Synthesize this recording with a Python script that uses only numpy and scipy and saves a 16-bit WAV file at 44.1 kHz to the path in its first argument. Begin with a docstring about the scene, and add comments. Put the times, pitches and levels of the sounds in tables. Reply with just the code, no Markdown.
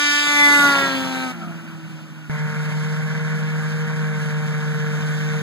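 """Two snowmobiles on a frozen lake

A two-stroke machine races past, shuts its throttle and coasts away on its humming track; after a hard cut a
second one approaches slowly at nearly steady revs. Engines and tracks are additive: sines on the orders of a
rotation. Roar, hiss and rattle are subtractive: coloured noise, partly pulsed at the firing rate.
Two microphone ports, each minus the delayed other, make the stereo."""
import sys
import numpy as np
from scipy import signal
from scipy.fft import rfft, irfft
from scipy.io import wavfile

SR = 44100
rng = np.random.default_rng(int(sys.argv[2]) if len(sys.argv) > 2 else 0)


def output_pcm(signal):
    """Save a mono or channel-first signal as 16-bit PCM at the path in sys.argv[1].

    Samples are clipped to [-1, 1] before scaling.
    """
    pcm = np.clip(np.atleast_2d(signal).T, -1, 1) * 32767
    wavfile.write(sys.argv[1], SR, np.round(pcm).astype(np.int16))


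N = 239010
NOW = np.arange(N) / SR   # time, s
CUT_S = 2.297   # the first scene gives way to the second
SPEED_M_PER_S, CLOSEST_S, CLOSEST_M = 23.9, 0.72, 5.02   # straight path past the microphone
SHUT_S = 1.31   # the throttle shuts


# firing-tone spectra radiated towards the microphone, from nose to tail: [f/Hz, level/dB]
NOSE_ON = [(290, 9.5), (580, -6), (870, 0), (1165, 7), (1460, 16), (1750, 17), (2040, 16), (2330, 16.5),
           (2620, 14), (3200, 11), (3500, 9.5), (3800, 6.5), (4100, -11), (4400, -3), (5000, 2.5),
           (7000, 1), (12000, -21)]
FRONT_QUARTER = [(290, 11), (580, -0.5), (870, 10), (1165, 11.5), (1460, 9), (1750, 12), (2040, 24.5),
                 (2330, 10.5), (3200, -18), (3500, 12), (3800, -6), (4100, -6), (4400, -2), (4950, -7),
                 (7000, -7), (12000, -16.5)]
SIDE_ON = [(280, 10.5), (560, -2), (850, 6), (1130, 8.5), (1420, 14.5), (1700, -2.5), (2000, 9.5),
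           (2300, -19), (3100, -20), (3400, -13), (3700, 3), (4000, -24), (4300, -17), (4800, -17.5),
           (6500, -9), (12000, -18.5)]
REAR_QUARTER = [(275, 9.5), (550, 10), (825, 5), (1100, 10), (1375, 14), (1650, 12), (1925, 10),
                (2200, 8.5), (3000, 5), (3300, -1), (3550, 3.5), (3850, -19), (4100, 1), (4400, -3),
                (6500, -25), (12000, -27)]
RECEDING = [(267, 22.5), (535, 9.5), (800, 3), (1070, 0), (1335, 12.5), (1600, 9.5), (1870, 7), (2140, -12),
            (3200, 10), (3470, 9.5), (3740, -21), (4000, 3), (4300, 4), (6500, -33), (12000, -27)]
TAIL_ON = [(260, 22.5), (520, 5), (780, 10), (1040, -3), (1300, 13.5), (1550, 16.5), (1850, 8), (2400, 12),
           (3100, -7), (3900, 0), (4500, -7), (12000, -19)]
# when each of these six faces points at the microphone: [t/s]
HEADINGS_S = [.2, .44, 0.621, .82, .96, 1.15]
# half orders from unequal cylinders, heard from behind: [f/Hz, level/dB]
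HALF_ORDERS = [(130, 4), (390, -2), (650, 1), (920, 7), (1170, -8), (1430, 0), (1700, -5), (2300, -11)]
HALF_AHEAD_DB, HALF_FROM_S, HALF_RISE_S = -20, 0.62, 0.22   # their weakness until the machine is passing
SNOW_ECHO, ECHO_DETOUR_M2 = 0.27, 1.095   # strength of the bounce; its detour in m is this over the range


def passing_engine(hz, phase, tone_db, gate, range_m):
    """Directivity and comb filtering: orders recoloured by heading and notched by a bounce off the snow."""
    n = round(1.4 * SR)
    out = np.zeros(N)
    now = NOW[:n]
    late_s = ECHO_DETOUR_M2 / range_m[:n] / 343   # speed of sound in m/s
    faces = [NOSE_ON, FRONT_QUARTER, SIDE_ON, REAR_QUARTER, RECEDING, TAIL_ON]
    rates = np.interp(HEADINGS_S, now, hz[:n])
    for k in np.arange(1, 90) / 2:
        is_half = k % 1
        if k > 9 and is_half:
            continue
        if is_half:
            behind = ramp(HALF_FROM_S, HALF_RISE_S)[:n]
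            level_db = at_hz(HALF_ORDERS, k * rates[-1]) + HALF_AHEAD_DB * (1 - behind)
        else:
            face_db = [at_hz(face, k * rate) for face, rate in zip(faces, rates)]
            level_db = np.interp(now, HEADINGS_S, face_db)
        # scattered echoes make the upper orders swell, sink and slip in phase
        restless = min(.35 + k / 8, 1)
        gain = from_db(level_db + 1.5 * restless * drift(7)[:n])
        # compact pulses; orders below 2 swing against them
        opposed = np.pi * (k < 2)
        angle = k * phase[:n] - opposed + .2 * restless * drift(3)[:n]
        echo = SNOW_ECHO * np.cos(angle - 2 * np.pi * k * hz[:n] * late_s)
        out[:n] += gain * (np.cos(angle) + echo)
    return from_db(tone_db) * gate * out


# engine with the throttle shut: [multiple of the rotation, level/dB]
OVERRUN_ORDERS = [(1, 2), (3.5, -5), (6, -7), (6.5, -6)]
SHUT_HZ, IDLE_HZ, SINK_S = 258, 100, .38   # revs sink exponentially
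OVERRUN_DB, OVERRUN_PEAK_S, OVERRUN_WIDTH_S = -38, 1.445, .075


def engine_overrun(coasting):
    """Exponential run-down: the pitch sinks while the tone swells and dies, higher orders more briefly."""
    hz = IDLE_HZ + (SHUT_HZ - IDLE_HZ) * np.exp(-coasting / SINK_S)
    off_db = ((NOW - OVERRUN_PEAK_S) / OVERRUN_WIDTH_S) ** 2
    dying = [(k, db - k ** 1.5 * off_db) for k, db in OVERRUN_ORDERS]
    tone = orders(turns(hz, jitter=0.0064), dying, waver_db=3, rate=15)
    return from_db(OVERRUN_DB) * ramp(SHUT_S, .03) * tone


# lasting hum of the track lugs on the drive wheels: [multiple of the lug rate, level/dB]
TRACK_ORDERS = [(1, 5), (2, -7.5), (9.4, -17.5)]
# orders that ring out as the load comes off: [multiple of the lug rate, level/dB before rise and fade]
FREED_ORDERS = [(1.5, -7), (4, -13), (8, -5)]
FREED_FADE_DB_PER_S = 38
LUG_HZ, LUG_DOPPLER_HZ_PER_S = 175.4, 7   # rate as the throttle shuts; how fast it falls before that
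LUG_STEP_HZ, LUG_SLOWING_HZ_PER_S = 5.9, 16   # drop as the load comes off, and slowing afterwards
TRACK_FROM_S, TRACK_DRIVEN_DB, TRACK_FREE_DB, TRACK_FADE_DB_PER_S = 0.57, -37.5, -33, 6


def track_hum(coasting):
    """Periodic impact: lugs meeting the drive wheels hum at the lug rate, which slows without power."""
    freed = ramp(SHUT_S, 0.1065)
    doppler_hz = LUG_DOPPLER_HZ_PER_S * np.maximum(SHUT_S - NOW, 0)
    hz = LUG_HZ + doppler_hz - LUG_STEP_HZ * freed - LUG_SLOWING_HZ_PER_S * coasting
    level_db = TRACK_DRIVEN_DB + (TRACK_FREE_DB - TRACK_DRIVEN_DB) * freed - TRACK_FADE_DB_PER_S * coasting
    freed_db = 20 * np.log10(freed + 1e-3) - FREED_FADE_DB_PER_S * coasting
    freeing = [(k, db + freed_db) for k, db in FREED_ORDERS]
    hum = orders(turns(hz, jitter=0.003), TRACK_ORDERS + freeing, waver_db=2, rate=15)
    return from_db(level_db) * ramp(TRACK_FROM_S, .03) * hum


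# roar under power: [f/Hz, relative density/dB]
PASS_ROAR = [(25, -14), (50, 1), (100, 5), (200, 13), (400, -0.5), (800, -1), (1400, 1.5), (2000, 2),
             (2800, -2), (4000, -25.5)]
# roar while coasting: [f/Hz, relative density/dB]
COAST_ROAR = [(50, -13), (100, 2), (200, 14), (400, -12), (800, -12), (1200, -10), (1400, -5.5), (1520, -3),
              (1620, -10), (1800, -9), (2800, -14), (4000, -37.5)]
# hiss of both machines: [f/Hz, relative density/dB]
HISS = [(1500, -7.5), (2800, 9), (4000, 2), (6000, 0.5), (9000, -6.5), (12000, -14.5), (16000, -14)]
ROAR_DB, COAST_DB, HISS_DB = -25, -21, -28.5   # at the closest distance, the hiss with open throttle
HISS_AHEAD_DB, HISS_SHUT_DB = 5.5, -8.5   # louder ahead of the machine; drop when the throttle shuts
HISS_SPREAD = 0.52   # share of the distance loss


def passing_rush(firing, phase, ahead_m, range_m):
    """Spherical spreading and amplitude modulation: noise fades with range and throbs with each firing."""
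    near_db = 20 * np.log10(CLOSEST_M / range_m)
    driven = firing * from_db(ROAR_DB) * coloured(PASS_ROAR, patchy_db=3.1)
    coast = (1 - firing) * from_db(COAST_DB) * coloured(COAST_ROAR, patchy_db=1.5)
    facing_db = HISS_AHEAD_DB * ahead_m / range_m
    hiss_db = HISS_DB + HISS_SPREAD * near_db + facing_db + HISS_SHUT_DB * ramp(SHUT_S, 0.028)
    hiss = from_db(hiss_db) * coloured(HISS, patchy_db=0.8)
    throb = from_db(4.5 * firing * np.cos(phase))
    return throbbing(from_db(near_db) * (driven + coast) + hiss, throb)


# firing rate and tone of the passing engine: [t/s, f/Hz, level/dB before a common 4 dB cut]
PASS = [(0.0, 292.9, -34), (0.09, 291.3, -33.5), (0.23, 292.3, -34), (0.54, 288.9, -26),
        (0.655, 285.7, -25), (0.76, 278.5, -29.5), (0.89, 270.1, -36), (1.02, 264.2, -39.5),
        (1.09, 261.5, -41.5), (1.244, 258.4, -42), (1.295, 254, -46), (1.315, 253, -48)]


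def passing_machine():
    """Superposition: engine, overrun, track hum and rush of noise along one straight path."""
    hz, tone_db, firing = in_time(PASS)
    phase = turns(hz, jitter=.0006)
    coasting = np.maximum(NOW - SHUT_S, 0)
    ahead_m = SPEED_M_PER_S * (CLOSEST_S - NOW)
    range_m = np.hypot(ahead_m, CLOSEST_M)
    rush = passing_rush(firing, phase, ahead_m, range_m)
    engine = passing_engine(hz, phase, tone_db - 4, firing, range_m)
    return engine + engine_overrun(coasting) + track_hum(coasting) + rush


# weak firings, where the low tone drops out for a moment: [t/s, dip level/dB]
WEAK_FIRINGS = [(2.374, -14), (2.389, -11), (2.474, -11), (2.492, -7), (2.517, -13), (2.538, -12),
                (2.555, -27), (2.648, -13), (2.712, -15), (2.84, -10), (2.893, -5), (2.96, -8), (3.017, -9),
                (3.076, -5), (3.092, -10), (3.145, -21), (3.2, -7), (3.243, -7), (3.294, -6), (3.384, -10),
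                (3.401, -3), (3.46, -3), (3.499, -5), (3.616, -6), (3.634, -6), (3.693, -6), (3.712, -9),
                (3.73, -3), (3.782, -6), (3.87, -16), (3.89, -5), (3.924, -6), (3.961, -10), (4.124, -3.5),
                (4.143, -9), (4.194, -11), (4.211, -3), (4.25, -13), (4.301, -13), (4.318, -4), (4.419, -8),
                (4.473, -16), (4.536, -14), (4.604, -9), (4.62, -6), (4.656, -7), (4.737, -17),
                (4.791, -25), (4.856, -8), (4.906, -9), (4.923, -7), (4.978, -1), (5, -16), (5.018, -8),
                (5.076, -5), (5.128, -3), (5.178, -5), (5.2, -11), (5.246, -4), (5.299, -7), (5.331, -7),
                (5.383, -8), (5.403, -11)]
WEAK_S = 0.006   # half length of a dip


def weak_firings():
    """Irregular combustion: the share of the low tone lost in each Gaussian dip."""
    lost = np.zeros(N)
    for s, db in WEAK_FIRINGS:
        near = slice(round((s - .03) * SR), round((s + .03) * SR))
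        lost[near] += (1 - from_db(db)) * np.exp(-((NOW[near] - s) / WEAK_S) ** 2)
    return lost


# towing engine tone, before the common rise: [multiple of the firing rate, level/dB at the cut, slope/(dB/s)]
TOW_ORDERS = [(1, 2.5, 0), (2, -36, 2), (3, -24.5, 1.5), (4, -33.5, -1.04), (5, -39, 0.9), (6, -32, -2),
              (7, -37.5, -1), (8, -53, 2.5), (9, -26.5, -3), (10, -34, 3), (11, -29.5, -3.5), (12, -39, 3),
              (13, -28.5, -5.5), (14, -28, -3.5), (15, -44, 2)]
TOW_TONE_DB = -16
PIPE_CUT_HZ = 118   # the exhaust pipe radiates little below the firing tone


def towing_tone(phase, since, lost):
    """Harmonic synthesis: a nearly pure firing tone broken by weak firings, high-passed by the pipe."""
    table = [(k, db + change * since) for k, db, change in TOW_ORDERS]
    upper = orders(phase, table[1:], waver_db=2.5, rate=3.7)
    lowest = (1 - lost) * orders(phase, table[:1], waver_db=0.65, rate=31)
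    pipe = signal.butter(2, PIPE_CUT_HZ, "high", fs=SR, output="sos")
    return signal.sosfiltfilt(pipe, from_db(TOW_TONE_DB) * (upper + lowest))


# rasp with a hump near the cowl resonance: [f/Hz, relative density/dB]
TOW_ROAR = [(50, 2), (100, -9), (150, 3), (205, 12.5), (240, -7), (300, -11.5), (600, -10.5), (1000, -11.5),
            (1300, -6), (1375, -5), (1425, 4.5), (1490, -1.5), (1580, -2), (1670, 1.5), (1750, -4.5),
            (1850, -4), (2300, -8.5), (3000, -40), (4000, -46)]
# bright mechanical rattle: [f/Hz, relative density/dB]
RATTLE = [(2400, -30), (3100, -5), (3500, 0), (4000, -4.5), (4400, -18), (6500, -5), (9000, -26)]
TOW_ROAR_DB, TOW_HISS_DB, RATTLE_DB = -32.5, -43, -65   # at the cut, before throb and flare
RATTLE_RISE_DB_PER_S = 5.5   # on top of the common rise
RASP_AFTER_DB, RASP_LATE_S = 4.5, 0.0092   # the rasp flares just after a weak firing


def towing_noise(phase, since, lost):
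    """Amplitude modulation: rasp and rattle throb unevenly with each firing over an unpulsed hiss."""
    flare = from_db(RASP_AFTER_DB * np.roll(lost, round(RASP_LATE_S * SR)))
    beat = from_db((3.5 + 1.5 * drift(40)) * np.cos(phase))
    roar = from_db(TOW_ROAR_DB) * coloured(TOW_ROAR, patchy_db=-0.9)
    rasp = throbbing(roar, flare * beat, rumble_gain=1 - lost)
    hiss = from_db(TOW_HISS_DB) * np.sqrt(flare) * coloured(HISS, patchy_db=1.2)
    rattle_db = RATTLE_DB + RATTLE_RISE_DB_PER_S * since
    return rasp + hiss + from_db(rattle_db) * beat * coloured(RATTLE, patchy_db=0.0)


# exhaust pops: [t/s, level/dB, width of the resonance/Hz]
POPS = [(2.7162, -9, 1700), (4.0432, -15, 350)]
POP_HZ = 1600


def pops():
    """Damped resonance: single soft clicks ringing in the cowl."""
    out = np.zeros(N)
    w = 2 * np.pi * POP_HZ / SR
    for s, db, width_hz in POPS:
        since = np.maximum(np.arange(N) - round(s * SR), 0)   # samples
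        decay = np.exp(-np.pi * width_hz * since / SR)
        onset = np.minimum(since / 8, 1)
        out += from_db(db) * decay * np.sin(w * since) * onset
    return out


# low rustle: [f/Hz, relative density/dB]
RUSTLE = [(100, -20), (210, 11), (400, -4), (600, -2), (1200, -35)]
RUSTLE_S, RUSTLE_WIDTH_S, RUSTLE_DB = 1.9, .05, -40.5


def rustle():
    """Gaussian envelope: a brief low noise swell, over before the cut and so unheard in the second scene."""
    swell = np.exp(-((NOW - RUSTLE_S) / RUSTLE_WIDTH_S) ** 2)
    return from_db(RUSTLE_DB) * swell * coloured(RUSTLE, patchy_db=-10.0)


# firing rate of the towing engine: [t/s, f/Hz]
TOW = [(2.32, 152.2), (2.75, 153.2), (2.99, 154.8), (3.2, 155.4), (3.93, 155.8), (4.08, 154.4),
       (4.21, 152.7), (4.94, 152.1), (5.0, 153), (5.4, 152.8)]
NEARING_DB_PER_S = .5   # engine tone and noise swell as the machine nears


def towing_machine():
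    """Superposition: tone and noise share one firing phase and rise together; pops and rustle are added."""
    hz, _ = in_time(TOW)
    since = NOW - CUT_S
    phase = turns(hz, jitter=.0007)
    phase -= phase[round(CUT_S * SR)] + 1.94   # fixes the phase at the cut
    lost = weak_firings()
    tone = towing_tone(phase, since, lost)
    noise = towing_noise(phase, since, lost)
    return from_db(NEARING_DB_PER_S * since) * (tone + noise) + rustle() + pops()


FAR_PORT_HZ = 1216   # the shadow dulls the far port above this
SCATTER_DB, SCATTER_HZ, SCATTER_S = -8, 1300, .014   # level, lower edge, decay time constant
PORT_LAG = 16   # samples


def microphone(near, far_db, vent_hz):
    """Pressure gradient: each channel is its port minus the delayed other; the far port is shadowed."""
    shadowed = signal.lfilter(*signal.butter(2, FAR_PORT_HZ, fs=SR), near)
    shadowed = signal.lfilter(*signal.butter(1, vent_hz, "high", fs=SR), shadowed)
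    # treble reaches the far port mostly by many scattered, later paths
    paths = rng.standard_normal(6000) * np.exp(-np.arange(6000) / (SCATTER_S * SR))
    treble = signal.lfilter(*signal.butter(2, SCATTER_HZ, "high", fs=SR), near)
    scattered = signal.fftconvolve(treble, paths / np.linalg.norm(paths))[:N]
    far = from_db(far_db) * shadowed + from_db(SCATTER_DB) * scattered
    ports = np.array([near, far])
    delayed = np.pad(ports, ((0, 0), (PORT_LAG, 0)))[:, :N]
    return ports - delayed[::-1]


def throbbing(noise, gain, rumble_gain=1):
    """Band-split modulation: noise above 900 Hz is pulsed; the rumble below has its own gain."""
    upper = signal.sosfiltfilt(signal.butter(2, 900, "high", fs=SR, output="sos"), noise)
    return rumble_gain * (noise - upper) + gain * upper


def orders(phase, table, waver_db, rate):
    """Fourier series: sines on multiples of a rotation, the lowest wavering most; each rms 1 at 0 dB."""
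    total = 0
    for k, db in table:
        level_db = db + waver_db * drift(rate) / np.sqrt(min(k, 3))
        total = total + np.sqrt(2) * from_db(level_db) * np.sin(k * phase + k * k)
    return total


def turns(hz, jitter):
    """Phase as the integral of frequency: radians of a slightly unsteady rotation."""
    return 2 * np.pi * np.cumsum(hz * (1 + jitter * drift(47.0))) / SR


def coloured(spectrum, patchy_db):
    """Filtered noise: a given colour whose octaves flicker partly on their own; rms 1."""
    hz = np.maximum(np.fft.rfftfreq(N, 1 / SR), 10)
    shaped = rfft(rng.standard_normal(N)) * from_db(at_hz(spectrum, hz))
    out, together = 0, drift(2.7)
    for centre in 40 * 2. ** np.arange(10):
        octave = np.clip(1 - abs(np.log2(hz / centre)), 0, 1)
        flicker = from_db(patchy_db * (.5 * together + drift(17.0)))
        out = out + irfft(shaped * octave, N) * flicker
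    return rms_one(out)


def drift(rate):
    """Low-passed random process: noise at every 40th sample through a double one-pole; rms 1."""
    r = np.exp(-80 * np.pi * rate / SR)
    slow = signal.lfilter([1], [1, -2 * r, r * r], rng.standard_normal(N // 40 + 2002))
    slow = slow[2000:]   # drop the filter's settling
    return np.interp(np.arange(N) / 40, np.arange(len(slow)), rms_one(slow))


def in_time(rows):
    """Linear interpolation: columns as signals, and a gate open while the table lasts."""
    s, *columns = np.transpose(rows)
    gate = np.clip(np.minimum(NOW - s[0], s[-1] - NOW) / 0.015 + 1, 0, 1)
    return [np.interp(NOW, s, c) for c in columns] + [gate]


def at_hz(points, hz):
    """Spectral envelope: level in dB, interpolated over log frequency."""
    table_hz, table_db = np.array(points).T
    return np.interp(np.log(hz), np.log(table_hz), table_db)


def ramp(since_s, length_s):
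    """Linear onset: rises from 0 to 1, starting at a given time."""
    return np.clip((NOW - since_s) / length_s, 0, 1)


def from_db(db):
    """Decibel definition: amplitude ratio of a level."""
    return 10 ** (np.asarray(db) / 20)


def rms_one(x):
    """Normalisation: scales to unit root mean square."""
    return x / np.sqrt(np.mean(x ** 2) + 1e-20)


FAR_PORT_DB, FAR_PORT_ABEAM_DB = -3.5, 2.5   # the far port leaves the shadow while the machine is abeam
PASS_VENT_HZ, TOW_VENT_HZ = 59, 29.2   # close by, the far port gets less of the deep bass


def scene():
    """Juxtaposition: two scenes, each through the microphone, joined by a hard cut."""
    abeam = 1 / (1 + (SPEED_M_PER_S * (NOW - CLOSEST_S) / CLOSEST_M) ** 2)
    passing = microphone(passing_machine(), FAR_PORT_DB + FAR_PORT_ABEAM_DB * abeam, PASS_VENT_HZ)
    towing = microphone(towing_machine(), FAR_PORT_DB, TOW_VENT_HZ)
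    return np.where(np.arange(N) < CUT_S * SR, passing, towing)


def record(dry):
    """Saturation and band limiting: peaks are rounded, then the top is cut, by 70 dB from 15950 Hz up."""
    low_pass = signal.cheby2(24, 70, 15950, fs=SR, output="sos")
    return signal.sosfilt(low_pass, np.tanh(dry))


dry = scene()
out = record(dry)
output_pcm(out)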